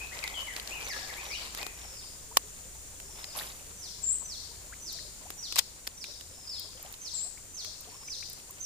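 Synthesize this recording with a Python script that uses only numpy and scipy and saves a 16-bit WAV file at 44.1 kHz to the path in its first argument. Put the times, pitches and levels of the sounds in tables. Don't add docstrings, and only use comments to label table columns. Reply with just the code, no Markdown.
import sys
import numpy as np
from scipy import signal
from scipy.fft import rfft, irfft, next_fast_len
from scipy.io import wavfile
from scipy.ndimage import uniform_filter1d

SR = 44100
rng = np.random.default_rng(int(sys.argv[2]) if len(sys.argv) > 2 else 0)


def store_wav(level_fs):
    pcm = np.round(np.clip(np.atleast_2d(level_fs), -1, 1) * 32767)
    wavfile.write(sys.argv[1], SR, pcm.T.astype(np.int16))


N = 381465
TIME, FREQ = np.arange(N) / SR, np.fft.rfftfreq(N, 1 / SR)

# (time [s], level [dB])
AIR_LEVEL = [(0, -51), (5.3, -51.5), (5.7, -54), (8.6, -53)]


def amp(db):
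    return 10 ** (np.asarray(db) / 20)


def unit(x):
    return x / np.sqrt(np.mean(x ** 2) + 1e-20)


def read(points, hz):
    f, value = np.transpose(points)
    return np.interp(np.log(hz + 1), np.log(f + 1), value)


def level(rows, column=1):
    rows = np.asarray(rows)
    return amp(np.interp(TIME, rows[:, 0], rows[:, column]))


def sides(balance_db):
    return amp(np.array([[.5], [-.5]]) * balance_db)


def add(mix, s, sound):
    part = mix[..., max(round(s * SR), 0):][..., :sound.shape[-1]]
    part += sound[..., :part.shape[-1]]


def colour(x, gain):
    size = next_fast_len(N)
    hz = np.fft.rfftfreq(size, 1 / SR)
    fitted = np.apply_along_axis(lambda g: np.interp(hz, FREQ, g), -1, gain)
    return irfft(rfft(x, size) * fitted, size)[..., :N]


def drift(rate):
    knots = rng.standard_normal(8192)
    return unit(np.interp(TIME * rate, np.arange(len(knots)), knots))


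def band(hz, width_hz):
    return 1 / (1 + ((FREQ - hz) / (.78 * width_hz)) ** 2)


def pair(gain):
    # (frequency [Hz], likeness of the two sides [0-1])
    likeness = [(30, 0.78), (150, 0.72), (500, 0.35), (1200, 0.25), (4000, 0.11)]
    a, b = rng.standard_normal((2, N))
    same = np.clip(read(likeness, FREQ), -1, 1)
    left = colour(a, gain)
    right = colour(a, gain * same) + colour(b, gain * np.sqrt(1 - same ** 2))
    return unit(np.array([left, right]))


def voice(notes, waver):
    out = np.zeros(N)
    for rows in notes:
        s, hz, db = np.transpose(rows)
        t = np.arange(s[0], s[-1], 1 / SR)
        quaver = unit(uniform_filter1d(rng.standard_normal(SR), size=90))[:len(t)]
        turns = np.cumsum(np.interp(t, s, hz) * (1 + waver * quaver)) / SR
        loudness = np.sqrt(2) * amp(np.interp(t, s, db))
        soft_ends = signal.windows.tukey(len(t), .08)
        add(out, s[0], loudness * np.sin(2 * np.pi * turns) * soft_ends)
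    return out


def forest(x, direct_db, direct_pan_db, near_db, far_db, far_pan_db, build_s):
    # (frequency [Hz], t60 [s])
    tree_t60 = [(1500, 1), (3000, 0.49), (5000, 0.8), (8000, 0.51)]
    taps = rng.standard_normal((2, 2, SR)) * (rng.random((2, 2, SR)) < 2500 / SR)
    age = np.arange(SR) / SR
    near = taps[0] * amp(-60 * age / 0.22) * (1 - np.exp(-age / 0.0013))
    hz, t, z = signal.stft(taps[1], SR, nperseg=256)
    decay = amp(-60 * t / read(tree_t60, hz)[:, None])
    far = signal.istft(z * decay, SR, nperseg=256)[1][:, :SR]
    far = far * (1 - np.exp(-(age / build_s) ** 2))
    echo = (amp(near_db) * unit(near) + amp(far_db) * sides(far_pan_db) * unit(far)) / np.sqrt(SR)
    direct = np.array([x, np.roll(x, shift=1)])
    scattered = signal.oaconvolve(x[None], echo, axes=1)[:, :N]
    return amp(direct_db) * sides(direct_pan_db) * direct + scattered


def crack(spectrum, t60):
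    t = np.arange(4096) / SR
    burst = rng.standard_normal((2, len(t))) * amp(-60 * t / t60) * (1 - np.exp(-t / 0.00016))
    gain = amp(read(spectrum, np.fft.rfftfreq(len(t), 1 / SR)))
    shaped = irfft(rfft(np.roll(burst, shift=256, axis=1)) * gain)
    return shaped[:, 256:]


def reel():
    # (time [s], level [dB], t60 [s], housing ring re snap [dB], left-right [dB])
    snaps = [(2.3697, -14.5, 0.023, -8, -5), (2.3712, -9, 0.01, 3, 0.5), (5.558, -24, 0.02, -10, 2),
             (5.564, -37, 0.034, 3.5, 29), (5.575, -31, 0.12, -20, 2), (5.5833, -24.5, 0.046, -12, 7),
             (5.5874, -12.5, 0.011, -15, -1), (5.591, -9, 0.0074, -24, 6), (5.5939, -24, 0.02, -25, 15)]
    # (frequency [Hz], level [dB])
    snap_colour = [(100, -55), (400, -7), (900, 2.5), (1600, 0.5), (2600, 5.5), (4400, 7.5), (5800, 1.5),
                   (8000, 5), (10500, -1.5), (14500, -1)]
    # (frequency [Hz], level [dB], t60 [s])
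    housing = [(1100, -4, 0.016), (2980, -28, 0.033), (5420, -12, 0.014)]
    # (time [s], knock level [dB], click level [dB], left-right [dB])
    ticks = [(0.1894, -42, -18, 6), (.2395, -24, -19.5, -1), (.277, -29, -17.5, -1),
             (0.5642, -29, -16.5, -3), (0.598, -30, -21, 2), (0.675, -31, -22, 0), (0.884, -32, -24, -5),
             (1.5484, -24.5, -23.5, -1), (1.5742, -29, -23.5, 4), (1.6292, -25, -25, 5),
             (1.666, -23.5, -29, 11), (3.0006, -35, -28.5, -4), (3.242, -31, -20, -1),
             (5.3037, -22.5, -28, 5), (5.5242, -25.5, -14, 0.5), (5.8697, -32, -22, 2),
             (5.874, -20, -17.5, 2), (6.041, -33.5, -23, -6), (6.2101, -37, -27, -7),
             (6.9403, -41, -26, -11), (7.647, -35, -23, -9)]
    tick_hz = [1100, 3980, 11900]
    # (time [s], level [dB])
    crank = [(4.9267, -29), (6.5965, -25), (6.827, -26.5), (6.925, -29.5), (7.808, -29), (8.2988, -29),
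             (8.331, -28), (8.5083, -30)]
    # (frequency [Hz], level [dB])
    crank_colour = [(1100, -28), (4030, -25), (11700, 1)]
    tick_t60_s, fizz_db, crank_pan_db = .015, -5, 6

    out, t = np.zeros((2, N)), np.arange(4096) / SR
    late = np.maximum(t - np.array([[.00025], [0]]), 0)
    ring = sum(amp(db - 60 * late / t60) * np.sin(2 * np.pi * hz * late) for hz, db, t60 in housing)
    for s, db, t60, ring_db, pan_db in snaps:
        add(out, s, amp(db) * sides(pan_db) * crack(snap_colour, t60))
        add(out, s, amp(db + ring_db) * sides(pan_db) * ring)
    for s, knock_db, click_db, pan_db in ticks:
        spectrum = list(zip(tick_hz, [knock_db, click_db, knock_db + fizz_db]))
        add(out, s, sides(pan_db) * crack(spectrum, tick_t60_s))
    for s, db in crank:
        add(out, s, amp(db) * sides(crank_pan_db) * crack(crank_colour, tick_t60_s))
    return signal.sosfilt(signal.butter(2, 300, "high", fs=SR, output="sos"), out)


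def churn(s, rise_s, hold_s):
    settle_t60_s, slosh_db, slosh_t60_s = 0.56, -8.5, 1.36
    after = np.maximum(TIME - s - rise_s - hold_s, 0)
    release = np.maximum(amp(-60 * after / settle_t60_s), amp(slosh_db - 60 * after / slosh_t60_s))
    return np.clip((TIME - s) / rise_s, 0, 1) * release


def water():
    # (time [s], rise [s], hold [s], level [dB])
    stirs = [(-.25, 0.46, 1.25, -45.5), (1.53, 0.05, 0.064, -45), (1.75, 0.067, 0.15, -54),
             (3.152, 0.033, .01, -47.5), (3.329, 0.047, 0.02, -39.5), (6.74, .12, .01, -53),
             (7.844, 0.065, 0.065, -61)]
    # (frequency [Hz], level [dB])
    stir_colour = [(100, -13), (250, -3.5), (450, 1), (1000, 3), (1500, -1), (2500, 1.5), (4300, -2.5),
                   (6500, -6), (10000, -13), (12500, -9), (15000, -18)]
    # (time [s], middle pitch [Hz], level [dB])
    plips = [(2.313, 1015, -51.5), (3.351, 1060, -45.5), (3.388, 4150, -37), (3.396, 4350, -36),
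             (3.408, 1710, -43.5), (4.216, 1020, -53.5), (4.724, 1620, -47), (4.735, 2230, -48.5),
             (4.986, 1900, -53), (5.254, 786, -52), (6.041, 2350, -44), (6.645, 1050, -60),
             (6.848, 740, -53.5), (7.374, 2290, -51), (7.868, 450, -59.5), (7.872, 724, -55.5),
             (7.92, 970, -57), (7.945, 1074, -56), (8.023, 1080, -59), (8.084, 2360, -46.5),
             (8.226, 2300, -44.5), (8.493, 1050, -55.5)]
    lapping_db = -59.5
    bubble_cycles = 15.7

    drops = (rng.random(N) < 420 / SR) * amp(3.1 * np.minimum(rng.exponential(1, N), 3))
    kind, t, patter = rng.integers(0, 20, N), np.arange(400) / SR, np.zeros(N)
    for k, hz in enumerate(np.geomspace(450, 13000, 20)):
        droplet = np.sin(2 * np.pi * hz * t) * np.exp(-t * hz / 3.0) * hz
        patter += signal.oaconvolve(drops * (kind == k), droplet)[:N]
    droplets = unit(np.array([np.roll(patter, shift=11), patter]))
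    fizz = pair(np.ones(len(FREQ))) + amp(-2) * droplets

    power = sum((amp(db) * churn(s, rise_s, hold_s)) ** 2 for s, rise_s, hold_s, db in stirs)
    motion = np.sqrt(amp(lapping_db) ** 2 + power)
    stir = unit(colour(fizz, amp(read(stir_colour, FREQ)))) * motion * amp(2 * drift(rate=45))

    bubbles = []
    for s, hz, db in plips:
        length = bubble_cycles / hz
        bubbles.append([(s, hz / 1.14, db), (s + length / 2, hz, db), (s + length, hz * 1.09, db)])
    return stir + sides(3.8) * voice(bubbles, waver=0.077)


def spray():
    flicker = amp(-43.5 + 2.2 * drift(rate=56))
    return flicker * churn(3.36, rise_s=0.014, hold_s=.005) * pair(band(11000, 4500))


def gurgle(count=80):
    when, size, loud = rng.random((count, 3)).T
    s, hz, db = when * TIME[-1], 340 * 4 ** size, -65 + 8 * loud
    bubbles = [[(at, f, d), (at + 20 / f, f * 1.2, d - 10)] for at, f, d in zip(s, hz, db)]
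    return sides(3.8) * voice(bubbles, waver=0.024)


def falling_bird():
    # (time from its knee [s], pitch [Hz], level [dB]), before the factors of each call
    shape = [(-.042, 6050, -24), (-.02, 6103, -5), (-.007, 6300, -14.5), (.002, 6200, -8),
             (.014, 5600, -4.5), (.027, 4900, -3), (.04, 4250, -3.5), (.055, 3606, -10.5),
             (0.072, 2910, -25)]
    # (time of the knee [s], level [dB], pitch factor, length factor)
    falls = [(0.877, -37, 1, 1.14), (1.287, -38.5, 0.95, 1.43), (3.814, -38.5, 0.98, 1.15),
             (4.28, -36.5, .99, 1.27), (4.85, -36, 0.99, 1.14), (5.415, -34, 0.96, 1.03),
             (6, -39.5, 0.96, 0.99), (7.036, -35, 1.01, 0.99), (7.566, -34.5, 1.01, 0.91),
             (8.095, -33.5, 0.99, 0.98), (8.633, -31.5, 1.015, 1.03)]
    s, hz, db = np.transpose(shape)
    notes = [np.column_stack([at + s * length, hz * pitch, db + loud_db])
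             for at, loud_db, pitch, length in falls]
    flutter = amp(1.6 * drift(rate=180))
    out = np.zeros((2, N))
    for k in range(3):
        call = voice(notes[k::3], waver=.005) * flutter
        out += forest(call, direct_db=-7.0, direct_pan_db=-8.5, near_db=-3.5,
                      far_db=-2.5, far_pan_db=7.5, build_s=0.052)
    return out


def high_bird():
    # (time [s], length [s], level [dB], swell start to end [dB], rise [s], catch [share of length])
    dips = [(4.017, .122, -24.5, 2, .02, 0.43), (7.13, .124, -31, -1.5, 0.0097, .53)]
    top_hz, depth_hz, skew = 8400, 1173, 0.77
    catch_s, catch_depth_db = 0.011, -13
    attack_power, release_s, edge_db = 7, .009, -15

    u, notes = np.linspace(0, 1, 80), []
    hz = top_hz - depth_hz * np.sin(np.pi * u ** skew)
    for s, length, db, swell_db, rise_s, catch_at in dips:
        attack = (u * length / rise_s) ** attack_power
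        release = (1 - u) * length / release_s
        opening = np.minimum(np.minimum(attack, release), 1)
        catch_db = catch_depth_db * np.exp(-abs(catch_at - u) * length / catch_s) * (u < catch_at)
        loud_db = db + swell_db * (u - .5) + catch_db + edge_db * (1 - opening)
        notes.append(np.column_stack([s + length * u, hz, loud_db]))
    return forest(voice(notes, waver=.007), direct_db=-12.0, direct_pan_db=20.5, near_db=-8,
                  far_db=-11.0, far_pan_db=15, build_s=0.0053)


def whistler():
    # (time [s], length [s], level at the end [dB])
    whistles = [(1.738, 0.28, -48), (3.0, 0.25, -49.5), (6.281, 0.18, -50.5), (7.889, .22, -48)]
    # (time of the top [s], top pitch [Hz], fall [s], level [dB])
    flicks = [(1.985, 5050, 0.057, -45), (3.3, 5020, .05, -44.5), (6.495, 5420, .11, -34.5)]
    end_hz, sag_hz_per_s, start_db = 5090, 2000, -8.5
    scoop_from_hz, scoop_s, scoop_start_db = 4750, .027, -7
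    flick_end_hz, bend, fade_db = 3120, 1.3, -16
    tremble_hz, tremble_depth = 44.2, 0.55

    notes = [[(s, end_hz + sag_hz_per_s * length, db + start_db), (s + length, end_hz, db)]
             for s, length, db in whistles]
    u = np.linspace(0, 1, 12)
    for s, top_hz, fall_s, db in flicks:
        hz = flick_end_hz + (top_hz - flick_end_hz) * (1 - u) ** bend
        fall = np.column_stack([s + fall_s * u, hz, db + fade_db * u])
        notes.append([(s - scoop_s, scoop_from_hz, db + scoop_start_db), *fall])
    tremble = 1 + tremble_depth * np.sin(2 * np.pi * tremble_hz * TIME)
    return forest(voice(notes, waver=.02) * tremble, direct_db=-5.5, direct_pan_db=-1, near_db=-12.5,
                  far_db=-5.5, far_pan_db=8, build_s=0.034)


def warbler():
    # (time [s], length [s], first pitch [Hz], last pitch [Hz], level [dB])
    slurs = [(0, .054, 2456, 2560, -46), (0.112, 0.031, 1580, 2120, -44.5),
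             (0.225, 0.033, 2700, 2023, -42.5), (0.338, 0.082, 3380, 2924, -40.5),
             (0.464, 0.052, 2380, 1955, -44), (0.516, 0.0306, 1960, 1610, -54.5),
             (0.706, 0.055, 2274, 2980, -46), (0.732, 0.083, 2694, 2410, -46.5),
             (0.889, .062, 2375, 1666, -46), (1.092, 0.026, 2484, 1740, -44.5),
             (1.164, 0.052, 1960, 2546, -47), (1.299, .043, 1963, 2470, -45.5),
             (1.335, 0.048, 2350, 3210, -43), (1.58, 0.06, 1690, 2525, -45.5)]
    ease, edge_db = 2.346, -6
    u, notes = np.linspace(0, 1, 12), []
    for s, length, first, last, db in slurs:
        hz = last + (first - last) * (1 - u) ** ease
        notes.append(np.column_stack([s + length * u, hz, db + edge_db * (2 * u - 1) ** 2]))
    husk = 1 + .35 * drift(rate=300)
    return forest(voice(notes, waver=.02) * husk, direct_db=-4.5, direct_pan_db=20, near_db=0.5,
                  far_db=-1.5, far_pan_db=5.5, build_s=0.028)


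def insects():
    # (centre [Hz], width [Hz], level [dB], left-right [dB])
    choirs = [(6000, 1300, -67, 15), (5920, 110, -62, 4.5), (6700, 290, -64.5, 8), (7174, 640, -52.5, 5.5),
              (8250, 420, -60.5, 4.5), (9280, 780, -57.5, -6)]
    out = np.zeros((2, N))
    for hz, width_hz, db, pan_db in choirs:
        choir = unit(colour(rng.standard_normal((2, N)), band(hz, width_hz)))
        out += amp(db + .5 * drift(rate=5.0)) * sides(pan_db) * choir
    return out * level(AIR_LEVEL) / level(AIR_LEVEL).mean()


def air():
    # (frequency [Hz], level [dB])
    wash_colour = [(20, 9), (45, 14), (90, 9), (140, 6.5), (250, 1.5), (500, 1), (900, -7), (1700, -6),
                   (3000, -8), (4800, -4), (8500, -8), (10800, -9.5), (14500, -7)]
    # (frequency [Hz], left-right [dB])
    wash_balance = [(100, 2), (3000, 3), (5000, 0.5), (8000, -8), (11000, -3), (15000, -7.5)]
    # (time [s], low line level [dB], high line level [dB])
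    hum_level = [(0, -57.5, -58.5), (3.9, -63, -54.5), (6.2, -69, -55), (8.65, -69, -57)]
    # (time [s], level [dB])
    rumble_level = [(0, -65), (3.6, -64.5), (6.5, -77), (8.65, -68)]
    wash = colour(pair(amp(read(wash_colour, FREQ))), sides(read(wash_balance, FREQ))) * level(AIR_LEVEL)
    line = np.sin(2 * np.pi * np.cumsum(55 + 2 * drift(rate=6.5)) / SR)
    low_hum = level(hum_level) * (amp(5) * line + amp(-8) * pair(band(52, 9)))
    high_hum = amp(-9) * level(hum_level, column=2) * pair(band(87, 8.8))
    rumble = amp(1.0) * level(rumble_level) * pair(band(14, 23))
    return wash + low_hum + high_hum + rumble


def scene():
    # (frequency [Hz], left-right [dB])
    near_balance = [(500, 0.5), (3000, 0), (5500, 8), (8000, -2), (11000, -10), (15000, -12)]
    near = colour(reel() + water() + spray() + gurgle(), sides(read(near_balance, FREQ)))
    birds = falling_bird() + high_bird() + whistler() + warbler()
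    return near + birds + insects() + air()


def record(dry):
    edge_hz = 15450
    lowpass = signal.firwin(511, edge_hz, window=("kaiser", 9), fs=SR)
    return signal.oaconvolve(np.clip(dry, -1, 1), lowpass[None], "same")


dry = scene()
out = record(dry)
store_wav(out)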